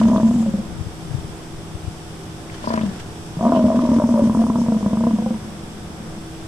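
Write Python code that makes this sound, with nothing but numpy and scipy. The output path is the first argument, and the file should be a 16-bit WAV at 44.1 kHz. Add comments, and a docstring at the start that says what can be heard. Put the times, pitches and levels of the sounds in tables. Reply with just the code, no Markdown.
"""A bison bull on a road in open grassland bellows beside a line of idling cars, whose rumble, hum and hiss last throughout.
His slack vocal folds flap irregularly; each pop rings the long throat anew, its lowest resonance carrying the roar.
Light wind then bumps the left microphone port, before a short grunt with sharp crackling clicks and tiny squeaks.
A long bellow follows and dies in a rumble; turbulent air hisses and whistles through his mouth in each call."""
import sys
import numpy as np
from scipy import signal
from scipy.fft import rfft, irfft, next_fast_len
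from scipy.io import wavfile
from scipy.ndimage import uniform_filter1d, map_coordinates

SR = 44100
rng = np.random.default_rng(int(sys.argv[2]) if len(sys.argv) > 2 else 0)


def output_pcm(signal):
    """Save a mono or channel-first signal as 16-bit PCM at the path in sys.argv[1].

    Samples are clipped to [-1, 1] before scaling.
    """
    pcm = np.clip(np.atleast_2d(signal).T, -1, 1) * 32767
    wavfile.write(sys.argv[1], SR, np.round(pcm).astype(np.int16))


N = 285327


def amp(db):
    """Level: decibels become an amplitude ratio."""
    return 10 ** (np.asarray(db) / 20)


def unit(x):
    """Normalisation: a signal scaled to rms 1."""
    return x / np.sqrt(np.mean(x ** 2) + 1e-20)


def along(points, hz):
    """Spectral envelope: (frequency, value) points joined on a logarithmic frequency axis."""
    f, v = np.transpose(points)
    return np.interp(np.log(hz + 1), np.log(f + 1), v)


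def curves(rows):
    """Linear interpolation: one value per sample for each column after the time."""
    s, *cols = np.transpose(rows)
    return [np.interp(np.arange(N) / SR, s, c) for c in cols]


def posture(table, opening):
    """Articulation: each column of a table at the mouth's present opening."""
    steps, *cols = np.transpose(table)
    return [np.interp(opening, steps, c) for c in cols]


def wobble(rate):
    """Random modulation: a smooth curve through random knots, rate of them a second."""
    knots = rng.standard_normal(int(N * rate / SR) + 4)
    return map_coordinates(knots, [np.arange(N) * rate / SR])


def swell(s, length):
    """Gaussian envelope: a smooth rise and fall around time s, with half length in s."""
    return np.exp(-2 * ((np.arange(N) / SR - s) / length) ** 2)


def filtered(x, response):
    """Linear filtering: the spectrum of x times a complex frequency response."""
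    m = next_fast_len(N + SR // 2)
    return irfft(rfft(x, m) * response(np.fft.rfftfreq(m, 1 / SR)), m)[..., :N]


def equal_power_pair(balance_db):
    """Constant-power balance: left and right gains for a given left-right level difference."""
    pair = amp([balance_db / 2, -balance_db / 2])
    return pair / np.sqrt(np.mean(pair ** 2, axis=0))


# likeness of noise at the two ports: pitch_hz (Hz), correlation (-1 to 1)
PORT_CORRELATION = [(30, 1), (150, 0.87), (500, 0.75), (1000, 0.3), (2000, 0), (4000, 0), (12000, 0.026)]


def rush(spectrum):
    """Partial coherence: stereo noise of rms 1, alike in the bass and unrelated in the treble."""
    def mid_side(hz):
        angle = np.arccos(np.clip(along(PORT_CORRELATION, hz), -1, 1)) / 2
        return amp(along(spectrum, hz)) * [np.cos(angle), np.sin(angle)]

    mid, side = filtered(rng.standard_normal((2, N)), mid_side)
    return unit(np.array([mid + side, mid - side]))


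def ring(drive, hz, width):
    """Resonance: a damped mode of moving frequency; a unit pulse rings at amplitude 1."""
    turn = np.exp(2j * np.pi * np.cumsum(hz) / SR)
    decay = np.exp(-np.pi * width / SR)
    return np.imag(turn * signal.lfilter([1], [1, -decay], drive / turn))


# tones of the idling engine: pitch_hz (Hz), level_db (dB, peak amplitude before the waver)
ENGINE_TONES = [(161.5, -39.5), (324, -40.5), (393, -50.5), (716, -52), (877, -70)]
# spectrum of the cars' rumble: pitch_hz (Hz), level_db (relative dB per Hz)
RUMBLE_SPECTRUM = [(15, 1), (26, -20), (36, -7), (55, -5.5), (80, 0.5), (160, -2), (260, -8), (400, -8.5),
                   (550, -13.5), (750, -13), (1000, -16), (1500, -19.5), (2500, -28.5), (4000, -87)]
# spectrum of the even hiss: pitch_hz (Hz), level_db (relative dB per Hz)
HISS_FLOOR_SPECTRUM = [(1200, -10), (2300, 2.5), (3500, 6.5), (4100, -0.5), (5300, 5), (6100, 2),
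                       (6800, -2), (8000, 4), (9400, -3.5), (10400, -2.5), (11700, -9.5), (15000, -15.5)]


def roadside():
    """Periodic and random sources: idling cars hum at a slightly uneven speed and rumble under a hiss."""
    waver_db = 1.2
    turning = np.arange(N) / SR + np.cumsum(.008 * wobble(14)) / SR
    hum = np.zeros(N)
    for hz, db in ENGINE_TONES:
        hum += amp(db + waver_db * wobble(2.84)) * np.sin(2 * np.pi * hz * turning)
    rumble = amp(-35.0 + waver_db / 2 * wobble(4.0)) * rush(RUMBLE_SPECTRUM)
    hiss = amp(-45.0 + 0.27 * wobble(2.63)) * rush(HISS_FLOOR_SPECTRUM)
    # the two ports colour the treble differently: (Hz, left-right dB)
    tilt = [(2500, -1.0), (4500, 0.0), (5800, 5.5), (7000, -6.5),
            (8200, -14.0), (10000, -16.5), (12000, -3.0)]
    hiss = filtered(hiss, lambda hz: equal_power_pair(along(tilt, hz)))
    return hum + rumble + hiss


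CALM_DB, GUST_DB = -54.5, -32.5  # the breeze and its one broad gust, left port, before random gusting
GUST_S, GUST_LENGTH_S = 0.68, 1.0  # the gust's centre and half length
# short wind bumps: start_s (s, centre), level_db (dB, envelope peak), pitch_hz (Hz)
WIND_BUMPS = [(0.814, -11.5, 93), (0.871, -15, 110), (1.115, -16, 117), (1.15, -8, 131), (1.186, -15, 84.5),
              (1.755, -15.5, 88), (1.846, -19, 80), (1.882, -12, 97)]
# spectrum of the low wind flutter: pitch_hz (Hz), level_db (relative dB)
WIND_SPECTRUM = [(15, -15), (50, 11), (90, 5.5), (150, 9), (260, -5), (600, -46), (1200, -120)]


def wind(spread):
    """Turbulent pressure: short eddies and a low flutter on the left port, little on the right."""
    t = np.arange(N) / SR
    strength = amp(CALM_DB) + amp(GUST_DB) * swell(GUST_S, GUST_LENGTH_S)
    gusts = strength * amp(5 * wobble(11)) * rush(WIND_SPECTRUM)[0]
    for s, db, hz in WIND_BUMPS:
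        phase = rng.uniform(0, 2 * np.pi)
        gusts += amp(db) * np.exp(-np.abs(t - s) / spread) * np.sin(2 * np.pi * hz * (t - s) + phase)
    return gusts * amp([[0], [-19]])  # left, right


SCATTER_DB = -18
# decay of the scattered sound: pitch_hz (Hz), t60_s (s to fall 60 dB)
SCATTER_DECAY = [(200, 0.5), (1000, 0.35), (6000, 0.05)]


def scatter(x):
    """Diffuse reflection: a thin answer from the cars and the slopes, dying sooner in the treble."""
    hz, t, z = signal.stft(rng.standard_normal((2, SR // 2)), SR, nperseg=256)
    fall = amp(-60 * t / along(SCATTER_DECAY, hz)[:, None])
    tail = signal.istft(z * fall, SR, nperseg=256)[1]
    tail = tail + 0.86 * tail[::-1]  # each port shares the other's tail
    delayed = np.pad(x, (500, 0))[None]  # samples
    return signal.fftconvolve(delayed, tail / np.linalg.norm(tail[0]), axes=1)[:, :N]


# first bellow, grunt, long bellow, one list each:
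# start_s (s), effort_db (relative dB), rasp_db (upper resonances, relative dB)
CALLS = [
    [(0, 3, -26), (.06, -12.5, -32), (.1, -14, -26), (.14, -11, -20), (.195, -12, -29), (.25, -12, -30.5),
     (.29, -11, -32), (.39, -14.5, -33), (.44, -19, -37), (.48, -18, -30), (.52, -34, -55), (.57, -19, -42),
     (.66, -55, -53)],
    [(2.62, -36, -38), (2.69, -41, -44), (2.72, -32, -27), (2.76, -32, -35), (2.79, -31, -46),
     (2.865, -21, -38), (2.895, -31, -52), (2.96, -35, -42)],
    [(3.34, -36, -54), (3.38, -39, -36), (3.43, -18, -25), (3.47, -5.5, -17), (3.51, -16, -27),
     (3.55, -15, -14.5), (3.62, -11.5, -26), (3.68, -9, -19.5), (3.715, -18, -19), (3.775, -14, -26),
     (3.87, -18.5, -26), (3.9, -17, -28), (3.985, -10, -25), (4.015, -43, -18), (4.048, -17, -26),
     (4.075, -46, -28), (4.115, -16, -27.5), (4.18, -9.5, -21.5), (4.205, -26.5, -19.5), (4.245, -6.5, -25),
     (4.33, -28.5, -36), (4.41, -8, -24.5), (4.46, -28, -36), (4.62, -17, -34), (4.66, -33, -28),
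     (4.74, -14, -30), (4.78, -22, -38), (4.92, -25, -30.5), (5.09, -17, -45), (5.15, -18.5, -38),
     (5.33, -28, -43), (5.42, -35, -60), (5.85, -38, -51), (6.2, -40, -48)],
]


def calling():
    """Gating: 1 during a call, 0 between calls, with short ramps."""
    t = np.arange(N) / SR
    gate = sum(1. * (t >= c[0][0]) * (t <= c[-1][0]) for c in CALLS)
    return uniform_filter1d(gate, size=900)


# loudest pops of the folds: start_s (s), then relative levels:
# boom_db (chest, dB), bark_db (mouth, dB), snap_db (upper resonances, dB)
FOLD_POPS = [(0.014, -18, -19, -18.5), (0.054, -7, -31.5, -24.5), (0.084, -10, -28, -24),
             (0.099, -13, -30, -24.5), (0.132, -9, -42, -19), (0.16, -5, -31, -19),
             (0.18, -27, -18.5, -24.5), (0.199, -15, -19.5, -22), (0.231, -4.5, -36, -22.5),
             (0.285, -17, -31, -30), (0.31, -9, -26, -29), (0.34, -12, -37, -36), (0.36, -11, -34, -32.5),
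             (0.426, -20, -36, -31.5), (0.461, -13.5, -23.5, -35), (0.538, -11.5, -24, -53),
             (0.584, -22, -26, -41.5), (2.641, -30, -28, -22.5), (2.673, -15.5, -22, -16.5),
             (2.704, -17, -21, -18), (2.739, -13, -20.5, -15.5), (2.775, -13.5, -22, -17),
             (2.811, -13, -33, -30), (2.834, -10, -26, -38), (2.858, -13.5, -36, -36),
             (2.911, -25, -36, -47), (3.369, -15, -48, -36.0), (3.409, -15, -22, -22.5),
             (3.427, -17, -16, -32), (3.452, -15, -12.5, -17.5), (3.493, -17, -18, -19),
             (3.521, -10, -9, -15), (3.533, -8.5, -26, -21.5), (3.549, -12, -14.5, -23),
             (3.572, -10, -16, -21), (3.592, -12, -15.5, -20.5), (3.641, 3, -16.5, -34),
             (3.665, -9, -27, -31), (3.702, -26, -12, -27.5), (3.745, -13, -16, -35),
             (3.77, -5.5, -32, -25.5), (3.79, -9.5, -28, -20), (3.836, -12, -23, -27),
             (3.889, -5, -22, -26), (3.916, -7.5, -21, -24), (3.963, -1, -27, -29), (3.985, -10, -27, -24),
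             (3.999, -37, -13, -18), (4.019, -20, -16, -20), (4.038, -2, -44, -21),
             (4.09, -8.5, -24, -23.5), (4.14, -9, -19, -21), (4.193, -17, -11, -34), (4.22, -3, -31, -31),
             (4.238, -9.5, -27, -27), (4.272, -11, -24, -31), (4.296, -7, -32, -22), (4.348, -7, -23, -19),
             (4.371, -8, -29, -27), (4.438, -9.5, -33, -24.5), (4.466, -15, -32, -24),
             (4.499, -6, -28.5, -19), (4.556, -9.5, -28, -21), (4.585, -10.5, -24, -27),
             (4.615, -10.5, -39, -26.5), (4.684, -7.5, -23, -27), (4.72, -10, -21.5, -23),
             (4.827, -12, -43, -27), (4.861, -6.5, -24, -20.5), (4.931, -8.5, -24, -26),
             (4.971, -13, -40, -25.5), (5.007, -13.5, -23, -26), (5.037, -11.5, -23, -22.5),
             (5.068, -7.5, -20, -20.5), (5.108, -17, -28, -29), (5.186, -14.5, -25.5, -30),
             (5.221, -21, -27.5, -31), (5.261, -14, -21, -31), (5.306, -13, -25, -32.5),
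             (5.341, -20, -54, -34.5)]


def pop_train(column):
    """Impulse excitation: one impulse per pop, sized by a level column of the table."""
    rows = np.array(FOLD_POPS)
    return np.bincount(np.round(rows[:, 0] * SR).astype(int), amp(rows[:, column]), N)


# the throat's changing shape: start_s (s), opening (mouth, 0-1), chest_hz (Hz), mouth_hz (Hz)
THROAT_SHAPE = [(0, .9, 219.6, 663), (.19, 0.98, 223, 628), (.26, 0.68, 233, 674), (.38, 0.32, 227, 710),
                (.46, 0.12, 217, 800), (.58, 0.02, 209.5, 790), (2.67, 1, 230.5, 644), (2.78, 1, 225, 621),
                (2.85, 0.48, 208, 636), (2.93, 0.41, 191.5, 607), (3.38, 0.74, 166.6, 650),
                (3.43, 0.99, 221.7, 670), (3.5, 0.98, 252, 664), (3.6, 0.89, 232, 635),
                (3.73, .9, 239.8, 630), (3.9, 0.73, 241.5, 613), (4.04, .85, 230.8, 606),
                (4.14, 0.85, 233, 627), (4.2, .9, 220, 576), (4.28, .7, 234, 620), (4.4, 0.49, 225.5, 676),
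                (4.73, 0.35, 226, 670), (4.81, 0.49, 213, 662), (5.02, 0.41, 226.4, 670),
                (5.2, 0.38, 223, 723), (5.28, 0.15, 222, 775), (5.4, 0.02, 206, 800),
                (6.2, 0.15, 216.3, 690)]


def throat_shape():
    """Moving resonator: mouth opening, chest and mouth resonances at each sample."""
    return curves(THROAT_SHAPE)


AIR_DB, AIR_PER_EFFORT, AIR_OPEN_DB = -43.5, 0.59, 4  # base, dB per dB of effort, rise on full opening
SPURT = 6  # extra power of the airstream per unit of pop
# the bull's snorts: start_s (s, centre), length_s (s, half length), level_db (dB before spurts and flicker)
SNORT_SWELLS = [(0.104, 0.094, -51.5), (2.59, 0.14, -46.5), (2.783, 0.17, -45), (2.988, 0.064, -45.5)]
# spectrum of the breath: pitch_hz (Hz), level_db (relative dB)
BREATH_SPECTRUM = [(600, -26), (1400, 8.5), (1800, 7), (2400, -0.5), (3100, 4.5), (4100, -2), (5200, 0),
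                   (7000, -6), (9000, -9), (14000, -28)]
# thin whistles and short rasps: start_s (s, centre), length_s (s, half length), pitch_hz (Hz),
# level_db (dB rms before the swell and flicker)
AIR_WHISTLES = [(0.114, 0.29, 6400, -50.5), (0.173, 0.01, 3480, -39), (0.387, 0.22, 7400, -48.5),
                (2.677, 0.055, 4800, -43.5), (3.566, 0.04, 2973, -43), (4.352, 0.5, 8704, -51.5)]


def airstream():
    """Turbulent flow: air hisses with effort and opening, whistles now and then and spurts with each pop."""
    effort, _ = curves(np.vstack(CALLS))
    opening, _, _ = throat_shape()
    flow = calling() * amp(AIR_DB + AIR_PER_EFFORT * effort + AIR_OPEN_DB * opening)
    snorts = sum(amp(db) * swell(s, length) for s, length, db in SNORT_SWELLS)
    spurts = 1 + SPURT * signal.lfilter([1], [1, -np.exp(-1 / (0.0015 * SR))], pop_train(3))
    flicker = amp(3.56 * wobble(110) + 1.8 * wobble(12))
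    air = (flow * np.sqrt(spurts) + snorts * spurts ** 0.51) * flicker * rush(BREATH_SPECTRUM)
    whistle_flicker_db = 3 * wobble(70)
    for s, length, hz, db in AIR_WHISTLES:
        peak = signal.iirpeak(hz, Q=7, fs=SR)
        narrow = unit(signal.lfilter(*peak, rng.standard_normal((2, N))))
        air += amp(db + whistle_flicker_db) * swell(s, length) * narrow
    # a fine fizz while the long bellow is at full force
    fizz = swell(4.28, 1.14) * amp(-49.0 + 3.6 * wobble(26.67))
    return air + fizz * rush([(3000, -27.5), (5500, 15), (9500, 0), (14000, -25)])


SQUEAK_S, SQUEAK_RISE_HZ_PER_S = 0.0055, 140000  # half length; upward glide
# sharp crackling clicks, many of them the bright cracks of the grunt's pops:
# start_s (s), pitch_hz (Hz, band centre), level_db (dB peak before placing)
GRUNT_CLICKS = [(2.498, 1900, -29), (2.59, 2110, -36), (2.673, 1350, -25), (2.706, 1400, -24),
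                (2.722, 1550, -28), (2.74, 1500, -23), (2.757, 1650, -28), (2.776, 1600, -21),
                (2.792, 1650, -22), (2.812, 2600, -33)]
# tiny squeaks in the grunt: start_s (s, centre), pitch_hz (Hz, at the centre), level_db (dB before placing)
RISING_SQUEAKS = [(2.664, 4900, -37), (2.695, 4750, -33), (2.741, 4650, -35), (2.824, 3500, -36)]


def clicks_and_squeaks(decay_s, rough):
    """Band-limited impulses and chirps: sharp crackling clicks around the grunt, with rising squeaks."""
    t, out = np.arange(N) / SR, np.zeros(N)
    age = t[:SR // 30]
    for s, hz, db in GRUNT_CLICKS:
        burst = (age == 0) + rough * np.exp(-age / decay_s) * rng.standard_normal(len(age))
        band = signal.butter(2, [hz / 1.25, hz * 1.25], 'band', fs=SR, output='sos')
        click = signal.sosfilt(band, burst)
        out[round(s * SR):][:len(age)] += amp(db) * click / np.abs(click).max()
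    for s, hz, db in RISING_SQUEAKS:
        cycles = (t - s) * (hz + SQUEAK_RISE_HZ_PER_S * (t - s) / 2)
        out += amp(db) * swell(s, SQUEAK_S) * np.sin(2 * np.pi * cycles)
    return out


SLACK_FLAPS_HZ, OPEN_FLAPS_HZ = 26.23, 42.3  # flaps a second with the mouth shut; added when wide open
JITTER, UNEVEN_DB = .07, 2  # unevenness of the flaps: timing (periods), strength (dB)


def flutter(opening):
    """Quasi-periodic vibration: weak flaps divide pop-to-pop times almost evenly, faster as the mouth opens."""
    cycles = np.cumsum(SLACK_FLAPS_HZ + OPEN_FLAPS_HZ * opening) / SR
    marks = np.append(cycles[np.flatnonzero(pop_train(1))], cycles[-1])
    beats = np.concatenate([np.linspace(a, b, max(round(b - a), 1) + 1)[1:-1]
                            for a, b in zip(marks, marks[1:])])
    chance = rng.standard_normal((900, 2))[np.round(beats).astype(int)]
    places = np.searchsorted(cycles, beats + JITTER * chance[:, 0]).clip(0, N - 1)
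    return np.bincount(places, amp(UNEVEN_DB * chance[:, 1]), N)


ROUGH = .03  # strength of the turbulence


def puffed(flaps):
    """Aspiration noise: each flap is followed by a puff of turbulence."""
    puffs = signal.lfilter([1], [1, -np.exp(-1 / (0.016 * SR))], flaps)
    return flaps + ROUGH * puffs * rng.standard_normal(N)


SAG_DB_PER_S = 300


def sag(flaps):
    """Damping: a gain around 1 that jumps at each flap or pop and falls until the next."""
    n = np.arange(N)
    since = (n - np.maximum.accumulate(n * (flaps + pop_train(1) > 0))) / SR
    gain = uniform_filter1d(amp(-SAG_DB_PER_S * np.minimum(since, .04)), size=160)
    return gain / uniform_filter1d(gain, size=4400)


WIDEST_SWING_DB = -6.5  # losses in the throat cap the swing of its lowest resonance
STALL_S, CLOSE_S = 0.02, 0.0031  # time constants of the weakening and the closure before a pop
# chest, nasal, mouth, third and highest resonance: width_hz (Hz), level_db (ring of a pop, relative dB)
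THROAT_RESONANCES = [(22, -0.2), (19.2, 3), (36, 3), (68, 2.5), (130, -6.5)]


def chest(effort, hz, flaps, stall_db, waver_db):
    """Self-sustained oscillation: each pop restarts the lowest resonance, which settles to the swing
    that the airflow sustains until the folds stick again."""
    t = np.arange(N) / SR
    s, boom_db, _, _ = np.transpose(FOLD_POPS)
    after = np.searchsorted(s, t)
    last, wait = np.append(0, s)[after], np.append(s, np.inf)[after] - t
    width, db = THROAT_RESONANCES[0]
    fresh = np.exp(-np.pi * width * (t - last))
    sustained = np.sqrt(2) * calling() * sag(flaps) * amp(effort + waver_db * wobble(90))
    size = fresh * np.append(0, amp(boom_db + db))[after] + (1 - fresh) * sustained
    size = size / (1 + (size / amp(WIDEST_SWING_DB)) ** 4) ** (1 / 4)
    stall = amp(-stall_db * np.exp(-wait / STALL_S)) * (1 - np.exp(-wait / CLOSE_S))
    swing = np.cumsum(hz) / SR  # cycles, counted anew from each pop
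    return size * stall * np.sin(2 * np.pi * (swing - np.interp(last, t, swing)))


SLAP_S, SMEAR_S = .0035, .0005  # decay and onset of a slap


def slaps(snaps):
    """Impact noise: the wet folds slap as they meet, each a brief broad burst."""
    t = np.arange(SR // 20) / SR
    burst = np.exp(-t / SLAP_S) * (1 - np.exp(-t / SMEAR_S))
    noise = signal.fftconvolve(snaps, burst)[:N] * rng.standard_normal(N)
    return signal.sosfilt(signal.butter(3, [420, 1350], 'band', fs=SR, output='sos'), noise)


THROB_HZ, THROB_WIDTH_HZ = 113, 103  # the low push of air from each flap
THIRD_HZ, TOP_RATIO = 971, 1.262  # third resonance, and the highest over it
THIRD_DB, TOP_DB = -5.5, -4.5  # share of the rattle in the two highest resonances
# the nasal resonance with the mouth: opening (0-1), pitch_hz (Hz)
NASAL_TUNING = [(0, 540), (.1, 533), (.35, 478), (1, 500)]
# a shut mouth sends the sound through the nose: opening (0-1), nasal_db (dB), mouth_db (dB)
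NOSE_AND_MOUTH = [(0, -6.5, -40), (.15, -2, -8), (.4, -6, -1.5), (.7, -17, -1.5), (1, -27, -1)]


def bellow(chest_db, rasp_db, throb_db, slap_db):
    """Source and filter: pops ring the throat; a weaker flutter of the folds keeps it rattling between."""
    effort, rasp = curves(np.vstack(CALLS))
    opening, chest_hz, mouth_hz = throat_shape()
    nose, mouth = posture(NOSE_AND_MOUTH, opening)
    nasal_hz, = posture(NASAL_TUNING, opening)
    lowest = chest_hz * (1 + 0.034 * wobble(55))
    flaps = calling() * flutter(opening)
    voice = chest(effort + chest_db, lowest, flaps, stall_db=1.5, waver_db=4.5)
    push = amp(throb_db) * opening * (flaps * amp(effort) + pop_train(1))
    voice += ring(push, np.full(N, THROB_HZ), THROB_WIDTH_HZ)
    barks, snaps = pop_train(2), pop_train(3)
    rattle = puffed(flaps) * amp(rasp + rasp_db)
    upper = [(nasal_hz, amp(nose) * (barks + rattle), 1),  # (Hz, strikes, sign)
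             (mouth_hz, amp(mouth) * (barks + rattle), -1),
             (THIRD_HZ, snaps + amp(THIRD_DB) * rattle, -1),
             (THIRD_HZ * TOP_RATIO, snaps + amp(TOP_DB) * rattle, 1)]
    for (hz, strikes, sign), (width, db) in zip(upper, THROAT_RESONANCES[1:]):
        voice += sign * amp(db) * ring(strikes, hz * (1 + 0.024 * wobble(30)), width)
    voice += amp(slap_db) * slaps(snaps)
    # the soft closure dulls the top; the mouth radiates little bass
    voice = signal.sosfilt(signal.butter(4, 1600, fs=SR, output='sos'), voice)
    return signal.sosfilt(signal.butter(4, 68, 'high', fs=SR, output='sos'), voice)


def placed(x, lead_s, balance):
    """Interaural cues: the left port hears x earlier by lead_s, and louder by the balance."""
    def ports(hz):
        lead = np.exp(1j * np.pi * hz * lead_s * np.array([[1], [-1]]))
        return lead * equal_power_pair(along(balance, hz))

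    return filtered(x, ports)


BELLOW_LAG_S, GRUNT_LEAD_S = .00009, 0.00032  # arrival at the left port against the right
# left-right balance of the bellows: pitch_hz (Hz), level_db (left over right, dB)
BELLOW_SIDES = [(220, 0.5), (620, 2.1), (1000, -0.5), (1400, -8.5)]
# left-right balance of the grunt: pitch_hz (Hz), level_db (left over right, dB)
GRUNT_SIDES = [(220, 3.5), (1000, 3)]


def scene():
    """Superposition: bellows from nearly straight ahead, a grunt from well to the left, and the background."""
    voice = bellow(chest_db=-1.6, rasp_db=2.5, throb_db=-16.5, slap_db=9.5)
    t = np.arange(N) / SR
    grunting = (t > 2.3) * (t < 3.2)
    bellows = placed(voice * (1 - grunting), -BELLOW_LAG_S, BELLOW_SIDES)
    grunt = voice * grunting + clicks_and_squeaks(decay_s=0.0048, rough=0.46)
    direct = bellows + placed(grunt, GRUNT_LEAD_S, GRUNT_SIDES)
    scattered = amp(SCATTER_DB) * scatter(voice)
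    return direct + scattered + airstream() + wind(spread=0.0064) + roadside()


TOP_HZ = 14980


def record(dry):
    """Band limitation: nothing passes at or above the top frequency."""
    return filtered(dry, lambda hz: hz < TOP_HZ)


dry = scene()
out = record(dry)
output_pcm(out)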